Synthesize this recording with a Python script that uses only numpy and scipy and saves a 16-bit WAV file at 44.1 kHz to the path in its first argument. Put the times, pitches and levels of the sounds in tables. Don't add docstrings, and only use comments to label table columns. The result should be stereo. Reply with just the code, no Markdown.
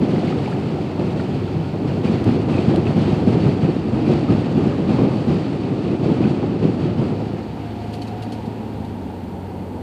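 import sys
import numpy as np
from scipy import signal
from scipy.fft import rfft, irfft, next_fast_len
from scipy.io import wavfile
from scipy.ndimage import uniform_filter1d

SR = 44100
rng = np.random.default_rng(int(sys.argv[2]) if len(sys.argv) > 2 else 0)


def digitize_waveform(pressure):
    field = np.atleast_2d(pressure).T
    bounded = np.clip(field, -1, 1)
    quanta = np.round(bounded * 32767).astype(np.int16)
    wavfile.write(sys.argv[1], SR, quanta)


N = 433062


def undb(db):
    return 10 ** (np.asarray(db) / 20)


def level(x, rms_db):
    return x * undb(rms_db) / np.sqrt(np.mean(x ** 2))


def curves(table):
    time_s, *columns = np.transpose(table)
    return [np.interp(np.arange(N) / SR, time_s, c) for c in columns]


def on_log(hz, table):
    table_hz, value = np.transpose(table)
    return np.interp(np.log(np.maximum(hz, 1)), np.log(table_hz), value)


def butter(x, order, hz, kind):
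    return signal.sosfilt(signal.butter(order, hz, kind, fs=SR, output="sos"), x)


def walk(rate_hz):
    hold = int(SR / rate_hz)
    steps = np.repeat(rng.standard_normal(N // hold + 1), hold)
    return 1.3 * uniform_filter1d(uniform_filter1d(steps, hold), hold)[:N]


def drops(rate_hz, spread_db, t60_s):
    hit = rng.random((2, N)) < rate_hz / SR
    power = hit * undb(2 * spread_db * rng.exponential(size=(2, N)))
    fade = np.exp(-2 * np.log(1000) / (t60_s * SR))
    envelope = np.sqrt(signal.lfilter([1], [1, -fade], power))
    return envelope * rng.standard_normal((2, N))


# (frequency [Hz], left-right correlation [-])
EAR_LIKENESS = [(60, 0.94), (130, 1), (290, 0.89), (620, 0.55), (1100, 0.43), (2500, 0.29), (4000, 0),
                (14000, 0)]
# (frequency [Hz], lead [rad])
PORT_LEAD = [(700, 0), (1030, -1.76), (1890, -2.5), (2900, -6)]


def colour(pair, spectrum, flicker_db=0., shared_db=0., rate_hz=10.):
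    size = next_fast_len(N)
    hz = np.arange(size // 2 + 1) * SR / size
    like = np.clip(on_log(hz, EAR_LIKENESS), -1, 1)
    mid, side = rfft(pair, size) * undb(on_log(hz, spectrum)) * np.sqrt([1 + like, 1 - like])
    right_turn = np.exp(-1j * on_log(hz, PORT_LEAD))
    ears = np.array([mid + side, (mid - side) * right_turn])
    if not flicker_db:
        return level(irfft(ears, size)[:, :N], 0)
    band = np.clip(np.log2(np.maximum(hz, 1) / 60) / 1.5, 0, 5)
    out = 0
    for k in range(6):
        weight = np.clip(1 - np.abs(band - k), 0, 1)
        out = out + irfft(ears * weight, size)[:, :N] * undb(flicker_db * walk(rate_hz))
    return level(out * undb(shared_db * walk(rate_hz)), 0)


def rings(events, rise_cycles, ring_cycles, gain_db):
    out = np.zeros(N + SR)
    for time_s, db, hz in events:
        cycles = np.arange(int(8 * ring_cycles / hz * SR)) * hz / SR
        envelope = (1 - np.exp(-cycles / rise_cycles)) * np.exp(-cycles / ring_cycles)
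        i = int(time_s * SR)
        out[i:i + len(cycles)] += undb(db + gain_db) * np.sin(2 * np.pi * cycles) * envelope
    return out[:N]


def sing(table, waver, flutter_db):
    hz, db = curves(table)
    gain = undb(db + flutter_db * walk(25))
    phase = 2 * np.pi * np.cumsum(hz * (1 + waver * walk(40))) / SR
    return np.sqrt(2) * gain * np.sin(phase)


# (time [s], level [dB])
TYRE_LEVEL = [(0, -32), (7, -33), (7.6, -29.5), (8.2, -28.5), (8.5, -28.5), (8.9, -28.5), (9.3, -29),
              (9.6, -29), (9.82, -28.5)]
# (frequency [Hz], relative density [dB per Hz])
ROAR_SPECTRUM = [(18, -65), (30, -36), (55, -22.5), (76, -6), (97, -12), (125, -13), (260, -6),
                 (320, -11.5), (456, -14), (621, -21.5), (720, -18.5), (940, -17), (1010, -27),
                 (2000, -36.5), (3900, -46), (4500, -44), (5100, -52.5), (5900, -54.5), (9000, -57.5),
                 (11700, -78.5)]


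def road():
    roar = colour(rng.standard_normal((2, N)), ROAR_SPECTRUM, flicker_db=0.1, rate_hz=8)
    return roar * undb(curves(TYRE_LEVEL)[0])


# (time [s], firing rate [Hz], level [dB])
ENGINE_RUN = [(0, 90, -40), (1, 95, -36), (2.3, 101, -33), (4, 105, -35), (6, 106, -35), (7.3, 106.5, -32),
              (7.85, 106, -31), (8.12, 109, -32.5), (8.63, 109, -33), (8.9, 104, -33), (9.03, 93, -33),
              (9.82, 93, -33.5)]
# (multiple of firing rate [-], relative level [dB])
ENGINE_ORDERS = [(.5, -17), (1, -1), (1.5, -11.5), (2, -5.5), (3, -19.5)]


def engine():
    firing_hz, db = curves(ENGINE_RUN)
    turn = 2 * np.pi * np.cumsum(firing_hz * (1 + 0.0034 * walk(12))) / SR
    boom = 0
    for order, order_db in ENGINE_ORDERS:
        gain = undb(order_db + 0.63 * order * walk(11))
        boom = boom + gain * np.sin(order * turn + order * order)
    return np.sqrt(2) * undb(db) * boom


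# (time [s], pitch [Hz], level [dB])
WHINE_RUN = [(7.25, 684, -70), (7.45, 684, -49), (7.57, 688, -50), (7.65, 698, -42), (7.95, 715, -41),
             (8.15, 727, -42.5), (8.38, 746, -41.5), (8.5, 750, -80)]


def gear_whine():
    return sing(WHINE_RUN, waver=.0025, flutter_db=1.5)


# (time [s], length [s], level [dB], end pitch [Hz], rise [Hz])
SQUEAK_EVENTS = [(3.385, .35, -49.5, 4150, 560), (5.115, .375, -50.5, 4170, 590),
                 (8.73, .078, -61, 3620, 150)]
ARCH_DIP_DB = 13


def squeaks():
    along = np.linspace(0, 1, 21)
    arch = np.sqrt(np.abs(np.sin(np.pi * along)))
    out = 0
    for time_s, length_s, db, end_hz, rise_hz in SQUEAK_EVENTS:
        dip_db = ARCH_DIP_DB * min(length_s / .35, 1) * arch ** 3
        end_fade_db = 100 * np.maximum(.42 - arch, 0)
        path = [time_s + length_s * along, end_hz + rise_hz * arch, db - dip_db - end_fade_db]
        out = out + sing(np.transpose(path), waver=.006, flutter_db=2.5)
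    return out


# (time [s], envelope peak [dB], rise [s], ring T60 [s], left minus right [dB])
SPLAT_EVENTS = [(.498, -53, .002, .045, 2), (1.219, -53, .0008, .03, 3.5), (2.238, -45, .003, .06, 2),
                (2.76, -35, .0005, .015, 14), (5.15, -54, .002, .046, 2), (5.262, -52, .002, .05, 3),
                (7.927, -43, .015, .12, 3), (8.014, -42, .015, 0.077, 5), (8.07, -46, .006, 0.11, 4),
                (8.22, -42, .006, .09, 2.5), (8.319, -41.5, .006, 0.11, 5), (8.455, -50, .004, .08, 2),
                (8.846, -49, .004, .05, 4)]
# (frequency [Hz], relative density [dB per Hz])
SPLAT_SPECTRUM = [(600, -30), (1500, -3), (2400, -2), (2950, 3.5), (3700, -3), (4450, 4), (5200, -5),
                  (6500, -7), (10000, -9), (14000, -23)]


def splats():
    shape, t = np.zeros((2, N + SR)), np.arange(SR // 4) / SR
    for time_s, db, rise_s, t60_s, pan_db in SPLAT_EVENTS:
        burst = (1 - np.exp(-t / rise_s)) * np.exp(-np.log(1000) * t / t60_s)
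        ear_db = db + np.array([[.5], [-.5]]) * pan_db
        i = int(time_s * SR)
        shape[:, i:i + len(t)] += undb(ear_db) * burst / burst.max()
    droplets = drops(rate_hz=2500, spread_db=2.4, t60_s=0.0097)
    return shape[:, :N] * colour(droplets, SPLAT_SPECTRUM)


# (time [s], level before ring gain [dB], pitch [Hz])
BIG_DROPS = [(.162, -31, 2050), (.229, -23, 696), (.281, -30, 2150), (.325, -28, 1240), (.46, -29.5, 2300),
             (.476, -23, 850), (.521, -32, 1330), (.528, -31, 1710), (.784, -24.5, 776), (.976, -31, 920),
             (1.197, -28, 1390), (1.2, -31, 1860), (1.203, -34, 1140), (1.478, -34, 1380),
             (1.897, -34, 1550), (2.008, -33, 785), (2.078, -27.5, 2430), (2.541, -27, 2630),
             (2.582, -26, 2500), (2.741, -23, 716), (2.856, -33, 2750), (2.869, -25, 2620),
             (2.875, -29, 2610), (4.287, -27, 1260), (4.724, -32, 1250), (4.892, -34, 1210),
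             (4.945, -24, 865), (4.984, -25.5, 1050), (5.117, -33, 1150), (5.704, -39, 800),
             (6.06, -34, 2425), (6.1, -24, 870), (6.24, -27, 2500), (6.25, -31, 1510), (6.429, -25, 805),
             (7.63, -34, 754), (7.938, -39, 4800), (7.976, -39, 2700), (7.993, -44, 4450),
             (8.078, -42, 3900), (8.115, -45, 4200), (8.02, -32, 4500), (8.022, -35, 3080),
             (8.226, -37, 2800), (8.254, -41, 4500), (8.324, -37, 4300), (8.345, -46, 5000),
             (8.848, -47, 4000)]
# (time [s], level before ring gain [dB], pitch [Hz])
GLASS_TICKS = [(6.6428, -27, 3250), (8.0212, -32, 4370), (8.2237, -33, 3920), (8.323, -33, 2970)]
TRIM_HZ = 2770
SMALL_DROPS_DB = -7


def plinks(spray_db):
    ears = []
    for chance in rng.random((2, 900, 3)):
        time_s = chance[:, 0] * N / SR
        spread_db = -4 * np.log(chance[:, 1] + .03)
        db = spray_db[(time_s * SR).astype(int)] + SMALL_DROPS_DB + spread_db
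        hz = 650 * 5.5 ** chance[:, 2]
        ears.append(rings(zip(time_s, db, hz), rise_cycles=1, ring_cycles=4.5, gain_db=0))
    low = [drop for drop in BIG_DROPS if drop[2] <= TRIM_HZ]
    high = [drop for drop in BIG_DROPS if drop[2] > TRIM_HZ]
    big = rings(low, .8, 7, 2.4) + rings(high, 1.5, 15, .4)
    return big + rings(GLASS_TICKS, .4, 1.7, 4.5) + np.array(ears)


# (time [s], level before ring gain [dB], pitch [Hz])
SLUGS = [(.03, -2.5, 244), (.233, -9, 228), (.998, -12.5, 186), (2.052, -5, 201), (2.096, -4, 214),
         (2.118, -9.5, 213), (2.267, -3, 202), (2.293, -3, 232), (2.509, -9, 224), (2.581, -15, 206),
         (2.68, -2.5, 168), (2.882, -5, 259), (3.053, -4.5, 195), (3.08, -3.5, 224), (3.13, -7, 212),
         (3.273, 1, 211), (3.375, -8, 200), (3.436, -5.5, 205), (3.631, -6.5, 176), (3.65, -8, 179),
         (3.686, -5.5, 200), (3.933, -5.5, 232), (4.078, -6, 250), (4.131, -4, 214), (4.302, -5, 162),
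         (4.351, -6, 227), (4.594, -6.5, 220), (4.89, -4.5, 201), (4.942, -6.5, 204), (5.019, -3.5, 268),
         (5.071, -7, 231), (5.272, -3.5, 236), (5.289, -7, 215), (5.348, -6, 202), (6.034, -7, 219),
         (6.115, -5, 213), (6.207, -4, 268), (6.255, -6.5, 238), (6.627, -6, 286), (6.651, -4, 236),
         (6.894, -11.5, 175), (6.99, -9.5, 225), (8.477, -12.5, 213)]
PAN_LOWEST_HZ = 80


def thumps():
    slaps = rings(SLUGS, rise_cycles=0.34, ring_cycles=0.89, gain_db=5.15)
    return butter(slaps, 2, PAN_LOWEST_HZ, "high")


# (time [s], drumming [dB], spray [dB])
WASH_LEVEL = [(0, -17, -33.5), (.7, -21.5, -36.5), (1.6, -21.5, -37), (2.4, -20, -40), (3.6, -20.5, -38.5),
              (4.8, -18.5, -36), (5.6, -20, -36.5), (6.5, -20, -38), (7.1, -19.5, -42), (7.35, -26, -39.5),
              (7.6, -32.5, -41), (7.9, -56, -41), (8.4, -80, -42.5), (9.82, -80, -53)]
# (time [s], hold [s], drumming [dB], spray [dB])
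WHEEL_SURGES = [(0.008, 0.015, -23.5, -38), (0.23, .01, -26, -34.5), (0.493, .01, -31, -41),
                (.973, .01, -20, -36.5), (1.144, .01, -22, -35.5), (1.857, 0.022, -41, -36.5),
                (2.024, 0.08, -17.5, -32.5), (2.245, 0.023, -16.5, -32.5), (2.469, 0.073, -20, -31.5),
                (2.567, .04, -20.5, -36), (2.67, .07, -19.5, -34), (2.844, .02, -15.5, -33.5),
                (2.948, 0.043, -18, -32), (3.047, 0.055, -17.5, -34), (3.253, 0.084, -16.5, -32.5),
                (3.418, .01, -16, -34.5), (3.605, 0.048, -18, -35), (3.921, .01, -17.5, -34.5),
                (4.053, 0.059, -19, -33), (4.279, 0.009, -15, -32.5), (4.555, 0.091, -18.5, -36),
                (4.872, .06, -18.5, -33), (4.98, .01, -14.5, -43), (5.263, .01, -17, -33.5),
                (6.016, 0.057, -17, -36.5), (6.094, .01, -23.5, -37), (6.195, 0.036, -19, -35.5),
                (6.604, .01, -17, -35.5), (6.782, .02, -27, -37), (6.967, 0.053, -19, -35)]
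SURGE_ATTACK_S = 0.024


def surging(column, fall_db_per_s):
    t = np.arange(N) / SR
    power = undb(2 * curves(WASH_LEVEL)[column])
    for time_s, hold_s, *db in WHEEL_SURGES:
        i = slice(int(time_s * SR), int(time_s * SR) + SR)
        age_s = t[i] - time_s
        rise = np.clip(age_s / SURGE_ATTACK_S, 0, 1)
        fall_db = fall_db_per_s * np.maximum(age_s - SURGE_ATTACK_S - hold_s, 0)
        power[i] += (rise * undb(db[column] - fall_db)) ** 2
    return 10 * np.log10(power)


# (frequency [Hz], relative density [dB per Hz])
PAN_SPECTRUM = [(18, -59), (30, -38.5), (93, -5.5), (135, -0.5), (260, -3.5), (349, -5), (590, -16.5),
                (754, -22), (949, -26.5), (1230, -27.5), (1500, -37.5), (1950, -56.5), (3300, -120)]
# (frequency [Hz], relative density [dB per Hz])
ARCH_SPECTRUM = [(350, -21.5), (600, -9), (747, -1), (1060, -12.5), (1230, -10), (1670, -14), (2290, -14.5),
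                 (2580, -14), (3630, -21), (4100, -21), (4500, -19), (4950, -25), (5770, -31), (8020, -35),
                 (11000, -48.5), (14300, -73.5), (22000, -120)]
# (time [s], gain below DEEP_HZ [dB], gain around BODY_BAND_HZ [dB])
DRUM_COLOUR = [(0, -2.5, -0.5), (1.2, 0.5, -0.5), (2.2, 1, .1), (4.5, 1.5, 0.4), (5.5, -2, 0.7),
               (6.2, -2, 3), (7.2, -0.2, -1)]
# (low edge [Hz], high edge [Hz])
BODY_BAND_HZ = (260, 378)
DEEP_HZ = 125


def water(drum_db, spray_db):
    sheets = drops(rate_hz=600, spread_db=1.15, t60_s=0.11)
    drum = colour(sheets, PAN_SPECTRUM, flicker_db=0.17, shared_db=0.3, rate_hz=14)
    deep = signal.sosfiltfilt(signal.butter(2, DEEP_HZ, fs=SR, output="sos"), drum)
    body = signal.sosfiltfilt(signal.butter(1, BODY_BAND_HZ, "band", fs=SR, output="sos"), drum)
    deep_gain, body_gain = undb(curves(DRUM_COLOUR))
    drum = drum + (deep_gain - 1) * deep + (body_gain - 1) * body
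    patter = drops(rate_hz=2000, spread_db=1.3, t60_s=0.092)
    spray = colour(patter, ARCH_SPECTRUM, flicker_db=0.75, shared_db=0.19, rate_hz=22)
    return drum * undb(drum_db) + spray * undb(spray_db)


def scene():
    drum_db = surging(column=0, fall_db_per_s=99.5)
    spray_db = surging(column=1, fall_db_per_s=41)
    car = road() + engine() + gear_whine() + squeaks()
    return car + splats() + plinks(spray_db) + thumps() + water(drum_db, spray_db)


# (frequency [Hz], left minus right [dB])
PORT_LEAN = [(60, 1), (110, -0.5), (200, -1.0), (370, -1.0), (680, -0.5), (1250, 1.5), (2290, 6), (4210, 7),
             (7730, -2.5), (14200, -12.5)]
# (frequency [Hz], peak level [dB], end [s])
TOP_TONE = (14000, -74, 2.12)
# (time [s], level [dB])
HISS_LEVEL = [(0, -75), (2, -65.5), (5, -70), (6.8, -70), (7.6, -60.5), (9.82, -58)]
# (frequency [Hz], relative density [dB per Hz])
HISS_SPECTRUM = [(3000, -11.5), (8000, -2), (11000, -3.5), (14500, -2)]
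BASS_CUT_HZ, TOP_CUT_HZ = 46, 14600


def record(dry):
    size = next_fast_len(N)
    lean_db = on_log(np.arange(size // 2 + 1) * SR / size, PORT_LEAN)
    ports = irfft(rfft(dry, size) * undb([lean_db / 2, -lean_db / 2]), size)[:, :N]
    tone_hz, tone_db, end_s = TOP_TONE
    t = np.arange(N) / SR
    tone_fade = np.clip((end_s - t) * 20, 0, 1)
    tone = undb(tone_db) * np.sin(2 * np.pi * tone_hz * t) * tone_fade
    hiss = undb(curves(HISS_LEVEL)[0]) * colour(rng.standard_normal((2, N)), HISS_SPECTRUM)
    thin = butter(ports + hiss + tone, 2, BASS_CUT_HZ, "high")
    rounded = thin / (1 + np.abs(thin / .9) ** 4) ** .25
    return signal.sosfilt(signal.ellip(18, .2, 120, TOP_CUT_HZ, fs=SR, output="sos"), rounded)


dry = scene()
out = record(dry)
digitize_waveform(out)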